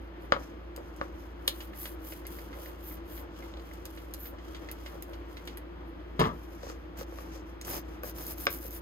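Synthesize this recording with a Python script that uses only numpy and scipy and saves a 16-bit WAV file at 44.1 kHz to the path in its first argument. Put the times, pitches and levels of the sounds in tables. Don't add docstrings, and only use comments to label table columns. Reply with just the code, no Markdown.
import sys
import numpy as np
from scipy import signal
from scipy.fft import rfft, irfft
from scipy.io import wavfile

SR = 44100
rng = np.random.default_rng(int(sys.argv[2]) if len(sys.argv) > 2 else 0)


def transcribe(u):
    v = np.clip(np.atleast_2d(u).T, -1, 1)
    q = np.round(v * 32767).astype(np.int16)
    wavfile.write(sys.argv[1], SR, q)


N = 388521
T = np.arange(N) / SR
HZ = np.maximum(np.arange(N // 2 + 1) * SR / N, 1)

# [pitch_hz, rms_level_db]
MOTOR_TONES = [(56.5, -45), (59.6, -64), (85.3, -62.5)]
# [pitch_hz, relative_level_db_per_hz]
AIR_COLOUR = [(25, -17), (45, -12), (60, 3), (75, -0.5), (95, -9), (130, -14.5), (170, -5.5), (240, -11),
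              (295, -2), (340, 4.5), (385, -10.5), (480, -8), (700, -14), (1200, -15), (2000, -22),
              (2700, -27), (3280, -27.5), (3600, -31.5), (5500, -41), (8500, -53.5), (13300, -46),
              (15500, -69)]
# [pitch_hz, t60_s (time to fade by 60 dB), level_db]
ROOM_BANDS = [(215, 0.29, -3), (844, 0.24, -9), (3040, 0.15, -7), (9600, 0.097, -5.5)]
# [pitch_hz, likeness_0_to_1, right_leads_rad, left_minus_right_db]
MICROPHONE_PORTS = [(62, 1, 0, 0), (125, 0.8, -.3, 0), (247, 0.8, -0.53, 1.5), (632, 0.64, -1.27, 0.5),
                    (924, 0, -2.5, -0.5), (1170, 0.39, -2, 2.5), (2110, 0.33, -1.5, 1.5),
                    (3260, 0.33, -2, 2), (5010, 0.23, -6, 2.5), (5550, 1, -3, 3), (6630, 0.06, 0, 0.5),
                    (7900, 0, -2.5, 3), (9120, 1, -3, -1), (11300, 0.66, -1.7, 1), (13100, 1, 0, 0)]

# [peak_s, rise_s, fall_s, hiss_level_db, rub_level_db]
HAND_RUSTLES = [(0.01, .05, 0.13, -73, -76), (0.225, .03, 0.13, -69, -78), (0.42, 0.16, 0.14, -66, -61.5),
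                (0.62, .12, .12, -82, -81), (0.88, 0.16, 0.19, -73, -70.5), (1.02, 0.15, 0.15, -74, -68),
                (1.24, 0.2, 0.13, -67.5, -66.5), (5.89, 0.043, 0.043, -70, -88),
                (6.23, 0.053, 0.1, -58, -55), (6.5, 0.51, 0.48, -68, -69), (6.69, 0.12, 0.065, -64, -54),
                (7.21, 0.17, 0.13, -61, -61.5), (7.36, 0.077, 0.064, -62.5, -55.5),
                (7.51, 0.083, 0.072, -70, -68), (7.96, 0.18, 0.068, -68.5, -66)]
# [pitch_hz, level_db]
RUSTLE_HISS_COLOUR = [(8000, -27), (9500, 12), (11000, 11), (13300, 11), (15000, 7.5), (16000, -20)]
# [peak_s, rise_s, fall_s, level_db]
HANDLE_NUDGES = [(.785, .015, 0.034, -52), (1.5, .015, .04, -49), (4.7, 0.018, 0.037, -53.5),
                 (7.75, 0.064, 0.043, -50), (2.56, 0.039, .06, -51.5), (2.63, .04, 0.086, -54),
                 (3.215, 0.019, 0.021, -46), (3.45, .02, .03, -51), (4.345, 0.017, 0.017, -50),
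                 (4.93, 0.026, .04, -48.5), (5.1, 0.022, 0.047, -50)]
# [pitch_hz, level_db]
DULL_SCUFF_COLOUR = [(300, -32), (450, -3.5), (540, 8.5), (640, -3), (850, -2), (1300, -9), (1800, -13),
                     (2600, -40)]
# [start_s, bright_peak_db, lower_part_relative_db]
BRIGHT_SNAPS = [(0.221, -55, -0.5), (0.763, -35.5, 0), (0.963, -50, 3), (1.477, -13.5, -10),
                (2.2677, -28, -9), (3.736, -42.5, -3), (3.854, -32, -1), (4.138, -24.5, -9.5),
                (4.7143, -27, -6.5), (5.024, -29.5, -7), (5.454, -46.5, -2), (5.474, -37, -18.5),
                (5.5728, -30.5, -19), (6.197, -30.5, 2), (6.6664, -58, -3), (6.9737, -46, 4),
                (7.613, -41.5, 9.5), (7.629, -53, -1), (7.6486, -45, 12)]

# [start_s, ring_peak_db, crack_level_db, left_minus_right_db, hardness_db_per_octave]
BOARD_KNOCKS = [(0.3218, -5, -30, 4.5, 4.5), (0.364, -23.5, -63, 2, 0), (0.777, -37.5, -87, 8, -4.5),
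                (1.013, -17.5, -51, 2, 2), (6.632, -38, -48, 5, -7.5), (6.667, -36, -60, 1, -4),
                (6.699, -38, -48, 2, -4), (7.011, -33, -53, 4, -6), (7.123, -39, -64, 0, -8),
                (7.186, -34, -51, 4, 4), (7.68, -37, -59, 19, 4), (8.649, -40, -68, 7, -12.5)]
# [pitch_hz, level_db, t60_s]
BOARD_MODES = [(164, -24.5, 0.035), (300, -26, 0.035), (520.5, 0, 0.13), (610, -7, 0.069),
               (720, -5.5, 0.12), (894, -5.5, 0.065), (1031, 4, 0.053), (1190, 7, 0.072), (1360, 5, 0.04),
               (1544, -1, 0.022), (2140, -18, 0.029), (2310, -14, 0.03), (2900, -10.5, 0.043),
               (3600, -14, 0.025)]
# [start_s, ring_peak_db, hardness_db_per_octave]
BOTTLE_THUDS = [(6.193, -18, -2), (6.198, -17, -3), (6.205, -14, -0.5), (6.214, -14, -1), (6.225, -24, -3),
                (6.232, -29, -12), (6.239, -25, 8), (6.246, -23, 0), (6.249, -24.5, 3), (6.255, -21.5, 1),
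                (6.262, -23.5, -2), (6.271, -22, -5), (6.284, -35, 2), (6.291, -30, -1), (6.301, -33, -1),
                (6.313, -31.5, -2)]
# [pitch_hz, level_db, t60_s]
BOTTLE_MODES = [(102, -14.5, 0.12), (163, 0, 0.067), (242, 1, 0.044), (432, 9.5, 0.018), (635, 0, 0.09),
                (893, 6, 0.047), (1020, 1.5, 0.17), (1227, 0.5, 0.21), (1647, -1.5, 0.09),
                (1985, -5, 0.059), (2600, -17, 0.036), (3250, -7, 0.03)]
# [start_s, ring_peak_db, crack_level_db, left_minus_right_db,
# hardness_db_per_octave]
BRUSH_RAPS = [(8.034, -30, -51.5, 4, -8), (8.042, -31, -58, 7, -11), (8.381, -47, -59, -3, -2),
              (8.4685, -8.5, -32.5, 1.5, 1.5), (8.4755, -23.5, -45, 5, -7)]
# [pitch_hz, level_db, t60_s]
HANDLE_MODES = [(552, -6, 0.057), (770, -5.5, 0.066), (1214, 2, 0.069), (1524, 3.5, 0.037),
                (2100, -4, .022), (2320, 3, 0.02), (2730, -4, 0.019), (3470, -3, 0.022), (4160, -19, 0.017),
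                (4850, -6, 0.017)]

# [peak_s, rise_s, fall_s, bristle_level_db, drag_level_db]
BRUSH_STROKES = [(7.005, 0.043, 0.048, -53, -56), (7.73, 0.093, 0.09, -40.5, -48.5),
                 (8.07, 0.043, 0.063, -46, -55.5), (8.2, 0.065, 0.087, -47, -56.5),
                 (8.3, 0.064, 0.061, -43, -56), (8.42, 0.066, 0.072, -44, -58.5),
                 (8.53, 0.049, 0.067, -42.5, -61), (8.65, 0.076, 0.054, -48.5, -63),
                 (8.75, 0.059, 0.056, -46, -61)]
# [pitch_hz, level_db]
BRISTLE_COLOUR = [(8000, -17.5), (9500, -4.5), (11000, -6), (12300, -6), (13600, -2.5), (15600, -9.5),
                  (16200, -50)]
# [pitch_hz, level_db]
DRAG_COLOUR = [(300, 9.5), (700, 10), (1500, 3.5), (2500, 0), (3500, -3), (4500, -2), (5500, 2.5),
               (7000, -2), (9000, -14.5), (10500, -36)]
# [pitch_hz, level_db]
ROCKING_COLOUR = [(60, -20), (110, 14), (180, 4), (300, -16), (550, 4), (900, -40), (1500, -50)]
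# [start_s, bright_peak_db]
TUFT_FLICKS = [(8.034, -31), (8.053, -36), (8.0747, -38), (8.096, -33), (8.1834, -33), (8.225, -35),
               (8.2344, -37), (8.2382, -38), (8.2666, -25), (8.309, -30), (8.3215, -39), (8.382, -31),
               (8.4, -35), (8.44, -35), (8.455, -29), (8.505, -28), (8.512, -29), (8.528, -33),
               (8.542, -31), (8.565, -37), (8.574, -37), (8.587, -34), (8.6108, -40), (8.639, -39),
               (8.666, -31.5), (8.681, -34), (8.693, -42), (8.708, -32), (8.728, -32)]

# [start_s, ring_peak_db, crack_level_db]
TRIGGER_STOPS = [(1.6047, -46, -43.5), (1.7335, -41, -55.5), (1.855, -38.5, -41.5), (2.123, -38, -47.5),
                 (2.2523, -41.5, -53.5), (2.387, -40, -52.5), (2.5296, -39, -53), (2.6596, -38.5, -52.5),
                 (2.9125, -40, -71.5), (3.176, -41, -51.5), (3.4246, -38.5, -68.5), (3.713, -40, -74),
                 (3.975, -43, -51.5), (4.256, -42, -50), (4.3844, -48, -56), (4.547, -43, -45.5),
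                 (4.6876, -35.5, -48), (4.861, -36.5, -46.5), (5.1332, -42, -51), (5.3695, -40, -47),
                 (5.475, -37, -40), (5.5727, -43.5, -50.5)]
# [pitch_hz, level_db, t60_s]
LEVER_MODES = [(580, -15, 0.023), (1376, -10, 0.18), (1750, -2.5, .06), (2046, 2.5, 0.13), (2430, -5, .06),
               (2960, -7, 0.1), (4070, -2, 0.048), (4820, -14, 0.017)]
# [start_s, ring_peak_db,
# crack_level_db, left_minus_right_db, hardness_db_per_octave]
HOUSING_CLACKS = [(1.4792, -8.5, -30.5, -1, 0.5), (3.365, -50, -60, -2, -2), (3.539, -38, -57, 2, -6),
                  (3.572, -39, -56, -2, -8), (3.597, -45, -53, -2, 0), (3.858, -51, -62, -2, -4),
                  (4.143, -45, -55, -4, -9), (4.268, -45, -56, -2, 5), (4.566, -45, -54, -2, 7)]
# [pitch_hz, level_db, t60_s]
HOUSING_MODES = [(550, -8.5, 0.07), (1103, -3.5, 0.022), (2040, -11, 0.02), (2470, -15, 0.018),
                 (3200, 2, 0.012), (3530, 7.5, 0.012), (3930, 5.5, 0.025), (4900, -6, 0.018),
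                 (6000, -4, .012), (6600, -6, 0.012)]
# [peak_s, rise_s, fall_s, jet_level_db, splash_level_db]
SQUIRTS = [(1.61, 0.32, 0.15, -55.5, -68), (1.83, 0.15, 0.19, -46, -69), (2.1, 0.16, 0.21, -51, -65.5),
           (2.33, 0.12, 0.29, -55, -65.5), (2.64, 0.21, 0.2, -56, -63.5), (2.9, 0.21, 0.16, -55, -66.5),
           (3.16, 0.18, 0.15, -55.5, -66.5), (3.41, 0.14, 0.23, -65, -61.5),
           (3.67, 0.2, 0.38, -66.5, -66.5), (3.93, 0.16, 0.37, -62.5, -69), (4.24, 0.17, 0.17, -57, -78),
           (4.5, 0.18, 0.49, -67, -64), (4.88, 0.24, 0.23, -63, -65), (5.11, 0.1, 0.19, -68, -77),
           (5.37, 0.21, 0.19, -66.5, -68), (5.5, 0.087, 0.099, -70, -64)]
# [pitch_hz, level_db]
JET_COLOUR = [(8000, -15.5), (9500, -4), (11300, -5), (12300, -1.5), (13000, -6), (14000, -5),
              (15600, -12.5), (16200, -36.5)]
# [pitch_hz, level_db]
SPLASH_COLOUR = [(500, 0), (1200, 18), (2000, -5), (3000, 8), (3300, 10), (3650, 2.5), (5500, 4),
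                 (7000, -0.5), (9000, -14), (10500, -32)]
# [peak_s, rise_s, fall_s, level_db]
FULL_PRESSURE = [(1.63, 0.046, .045, -62), (1.82, 0.037, 0.04, -45), (2.075, .04, 0.032, -53),
                 (2.35, .05, 0.099, -61), (2.67, .06, 0.044, -57), (2.905, 0.087, 0.063, -50),
                 (3.16, 0.066, 0.069, -54), (4.24, .06, 0.077, -49.5)]
# [pitch_hz, level_db]
FULL_PRESSURE_COLOUR = [(10500, -19.5), (12000, -3), (13000, 2), (14200, -2), (15500, -6), (16200, -42)]

GRAIN_TOP_DB = 9
PATHS_ALIKE = 0.66
CREST_DB = 9
PUSH_CYCLES = 0.45
BLOW_GAIN, BLOW_FADE_S = 0.8, 0.0055
BOARD_LAG_CYCLES = 0.79
TAP_SCATTER_RAD, UNEVEN_DB = 0.4, 2.5
SQUIRT_FLAT, STROKE_FLAT, RUSTLE_FLAT = 2.22, 2.9, 1.54


def undb(db):
    return 10 ** (np.asarray(db) / 20)


def over_hz(table, column):
    table = np.array(table, float)
    return np.interp(np.log(HZ), np.log(table[:, 0]), table[:, column])


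def colour(x, spectrum, lo_hz, hi_hz):
    bins = rfft(x) * undb(over_hz(spectrum, column=1))
    in_band = (HZ > lo_hz) & (HZ < hi_hz)
    band_energy = np.sum(np.abs(bins[..., in_band]) ** 2, axis=-1)
    power = 2 * np.mean(band_energy) / N ** 2
    return irfft(bins, N) / np.sqrt(power)


def band(x, lo_hz, hi_hz):
    return signal.sosfilt(signal.butter(2, [lo_hz, hi_hz], "bandpass", fs=SR, output="sos"), x)


def grains(rate_per_s, scatter_db, smear_s):
    happens = rng.random(N) < rate_per_s / SR
    jump_db = np.minimum(scatter_db * rng.exponential(size=N), GRAIN_TOP_DB)
    kicks = happens * undb(jump_db)
    swell = signal.lfilter([1], [1, -np.exp(-1 / (smear_s * SR))], kicks)
    return (1 + swell) * rng.standard_normal((2, N))


def swells(events, column, edge_db, flat):
    power = np.zeros(N)
    for row in events:
        peak_s, rise_s, fall_s = row[:3]
        away = np.abs(T - peak_s) / np.where(T < peak_s, rise_s, fall_s)
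        level_db = row[column] + edge_db * np.minimum(away, 4) ** flat
        power += undb(level_db) ** 2
    return np.sqrt(power)


def paired(shape):
    shared = rng.standard_normal((1, *shape))
    separate = rng.standard_normal((2, *shape))
    return np.sqrt(PATHS_ALIKE) * shared + np.sqrt(1 - PATHS_ALIKE) * separate


def add(out, start_s, sound):
    i = int(start_s * SR)
    out[:, i:i + sound.shape[1]] += sound[:, :N - i]


def crack(lo_hz, hi_hz, t60_s):
    t = T[:SR // 16]
    burst = band(paired(t.shape) * undb(-60 * t / t60_s), lo_hz, hi_hz)
    return burst / np.abs(burst).max(axis=1, keepdims=True)


def strike(events, modes, spread, scatter_rad, lo_hz, hi_hz, crack_t60_s, uneven_db,
           lag_cycles=0., count=7):
    out = np.zeros((2, N))
    now = T[:SR // 11]
    hz, db, t60_s = np.repeat(np.transpose(modes), count, axis=1)[:, :, None]
    t = np.maximum(now - lag_cycles / hz, 0)
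    places = np.tile(np.linspace(-1, 1, count), len(modes))[:, None]
    decay = undb(db - 60 * t / t60_s)
    decay *= np.minimum(t * hz / PUSH_CYCLES, 1)
    decay *= 1 + BLOW_GAIN * np.exp(-t / BLOW_FADE_S)
    for start_s, peak_db, crack_db, pan_db, hard_db in events:
        level_chance, pitch_chance, phase_chance = [paired(hz.shape) for _ in range(3)]
        gain = undb(hard_db * np.log2(hz / 1000) + uneven_db * level_chance)
        pitch_hz = hz * np.exp(spread * (places + pitch_chance / count))
        waves = np.sin(2 * np.pi * pitch_hz * t + scatter_rad * phase_chance)
        ring = (gain * decay * waves).sum(axis=1)
        ring /= np.abs(ring).max(axis=1, keepdims=True)
        side = undb([[pan_db / 2], [-pan_db / 2]])
        add(out, start_s, side * undb(peak_db) * ring)
        add(out, start_s, side * undb(crack_db + CREST_DB) * crack(lo_hz, hi_hz, crack_t60_s))
    return out


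def room(x):
    t, tail = T[:SR // 2], 0
    for hz, t60_s, db in ROOM_BANDS:
        noise = band(rng.standard_normal((2, len(t))), hz / 2, hz * 2)
        part = noise * undb(-60 * t / t60_s) * np.minimum(t / 0.0014, 1)
        energy = np.mean(np.sum(part ** 2, axis=1))
        tail = tail + undb(db) * part / np.sqrt(energy * SR / (3 * hz))
    return x + signal.fftconvolve(x, tail, axes=1)[:, :N]


def fan():
    tones = sum(np.sqrt(2) * undb(db) * np.sin(2 * np.pi * hz * T) for hz, db in MOTOR_TONES)
    flutter = grains(rate_per_s=12, scatter_db=1.0, smear_s=0.034)
    rush = flutter + 3 * rng.standard_normal((2, N))
    return tones + undb(-46.5) * colour(rush, AIR_COLOUR, 99, 16000)


def rustle():
    rubs = grains(rate_per_s=300, scatter_db=0.96, smear_s=0.011)
    hiss_gain = swells(HAND_RUSTLES, column=3, edge_db=-24, flat=RUSTLE_FLAT)
    hiss = hiss_gain * colour(rubs, RUSTLE_HISS_COLOUR, 9800, 15500)
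    rub_gain = swells(HAND_RUSTLES, column=4, edge_db=-17.5, flat=RUSTLE_FLAT)
    return hiss + rub_gain * colour(rubs, DRAG_COLOUR, 2500, 9300)


def nudges():
    scuff = grains(rate_per_s=260, scatter_db=2.1, smear_s=0.0037)
    gain = swells(HANDLE_NUDGES, column=3, edge_db=-5, flat=2.1)
    return gain * colour(scuff, DULL_SCUFF_COLOUR, 400, 1500)


def snaps():
    out = np.zeros((2, N))
    echo_delay_s, echo_db = 0.007, -8.5
    for start_s, peak_db, lower_db in BRIGHT_SNAPS:
        bright = crack(9200, 13200, t60_s=0.0054)
        lower = crack(1460, 9800, t60_s=0.023)
        snap = undb(peak_db) * (bright + undb(lower_db) * lower)
        add(out, start_s, snap)
        add(out, start_s + echo_delay_s, undb(echo_db) * snap[::-1])
    return out


def board_knocks():
    return strike(BOARD_KNOCKS, BOARD_MODES, 0.068, TAP_SCATTER_RAD, 1500, 5000, crack_t60_s=0.0071,
                  uneven_db=UNEVEN_DB, lag_cycles=BOARD_LAG_CYCLES, count=9)


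def bottle_thuds():
    first_s = BOTTLE_THUDS[0][0]
    pan_db = 4.5
    thuds = []
    for start_s, peak_db, hard_db in BOTTLE_THUDS:
        crack_db = peak_db - 18.5 - 120 * (start_s - first_s)
        thuds.append((start_s, peak_db, crack_db, pan_db, hard_db))
    return strike(thuds, BOTTLE_MODES, 0.0713, 1.0, 1320, 3900, crack_t60_s=0.045, uneven_db=2.0)


def brush_raps():
    return strike(BRUSH_RAPS, HANDLE_MODES, 0.067, TAP_SCATTER_RAD, 3100, 5400, crack_t60_s=0.011,
                  uneven_db=UNEVEN_DB, count=9)


def flicks():
    out = np.zeros((2, N))
    t60_s, middle_db = 0.0033, -10.5
    for start_s, peak_db in TUFT_FLICKS:
        top = crack(12200, 14000, t60_s)
        middle = crack(4200, 8000, 2 * t60_s)
        add(out, start_s, undb(peak_db) * (top + undb(middle_db) * middle))
    return out


def brush():
    tip_grains = grains(rate_per_s=500, scatter_db=2.8, smear_s=0.0006)
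    tip_gain = swells(BRUSH_STROKES, column=3, edge_db=-28.5, flat=STROKE_FLAT)
    tips = tip_gain * colour(tip_grains, BRISTLE_COLOUR, 9800, 15200)
    drag = colour(grains(rate_per_s=500, scatter_db=0.87, smear_s=0.001), DRAG_COLOUR, 3400, 5900)
    rocking = colour(rng.standard_normal((2, N)), ROCKING_COLOUR, 80, 900)
    body_gain = swells(BRUSH_STROKES, column=4, edge_db=-19.5, flat=STROKE_FLAT)
    return tips + body_gain * (drag + undb(-2.5) * rocking)


def trigger_stops():
    pan_db, hard_db = -2.5, -10.5
    stops = [(*row, pan_db, hard_db) for row in TRIGGER_STOPS]
    return strike(stops, LEVER_MODES, 0.056, 0.9, 1200, 4300, crack_t60_s=0.068, uneven_db=3.5)


def housing_clacks():
    return strike(HOUSING_CLACKS, HOUSING_MODES, 0.062, TAP_SCATTER_RAD, 1800, 4700, crack_t60_s=0.032,
                  uneven_db=UNEVEN_DB, count=12)


def spray():
    drops = grains(rate_per_s=410, scatter_db=0.36, smear_s=0.0013)
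    jet_gain = swells(SQUIRTS, column=3, edge_db=-56, flat=SQUIRT_FLAT)
    jet = jet_gain * colour(drops, JET_COLOUR, 9800, 15500)
    full_drops = grains(rate_per_s=700, scatter_db=1.5, smear_s=0.00089)
    full_gain = swells(FULL_PRESSURE, column=3, edge_db=-22, flat=4.2)
    full_jet = full_gain * colour(full_drops, FULL_PRESSURE_COLOUR, 12200, 15500)
    splash_gain = swells(SQUIRTS, column=4, edge_db=-21.5, flat=SQUIRT_FLAT)
    splash = splash_gain * colour(drops, SPLASH_COLOUR, 2060, 10300)
    return jet + full_jet + splash


def scene():
    hits = snaps() + board_knocks() + bottle_thuds() + brush_raps() + flicks()
    hits += trigger_stops() + housing_clacks()
    return fan() + rustle() + nudges() + room(hits) + brush() + spray()


def record(dry):
    one, other = rfft(dry)
    alike = np.clip(over_hz(MICROPHONE_PORTS, column=1), 0, 1)
    half_turn = np.exp(.5j * over_hz(MICROPHONE_PORTS, column=2))
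    shift = half_turn / undb(over_hz(MICROPHONE_PORTS, column=3) / 2)
    left = one / shift
    right = (alike * one + np.sqrt(1 - alike ** 2) * other) * shift
    ports = irfft(np.array([left, right]), N)
    bass_cut = signal.butter(2, 42, "highpass", fs=SR, output="sos")
    top_cut = signal.ellip(10, .2, 80, 16500, fs=SR, output="sos")
    return signal.sosfilt(top_cut, signal.sosfilt(bass_cut, ports))


dry = scene()
out = record(dry)
transcribe(out)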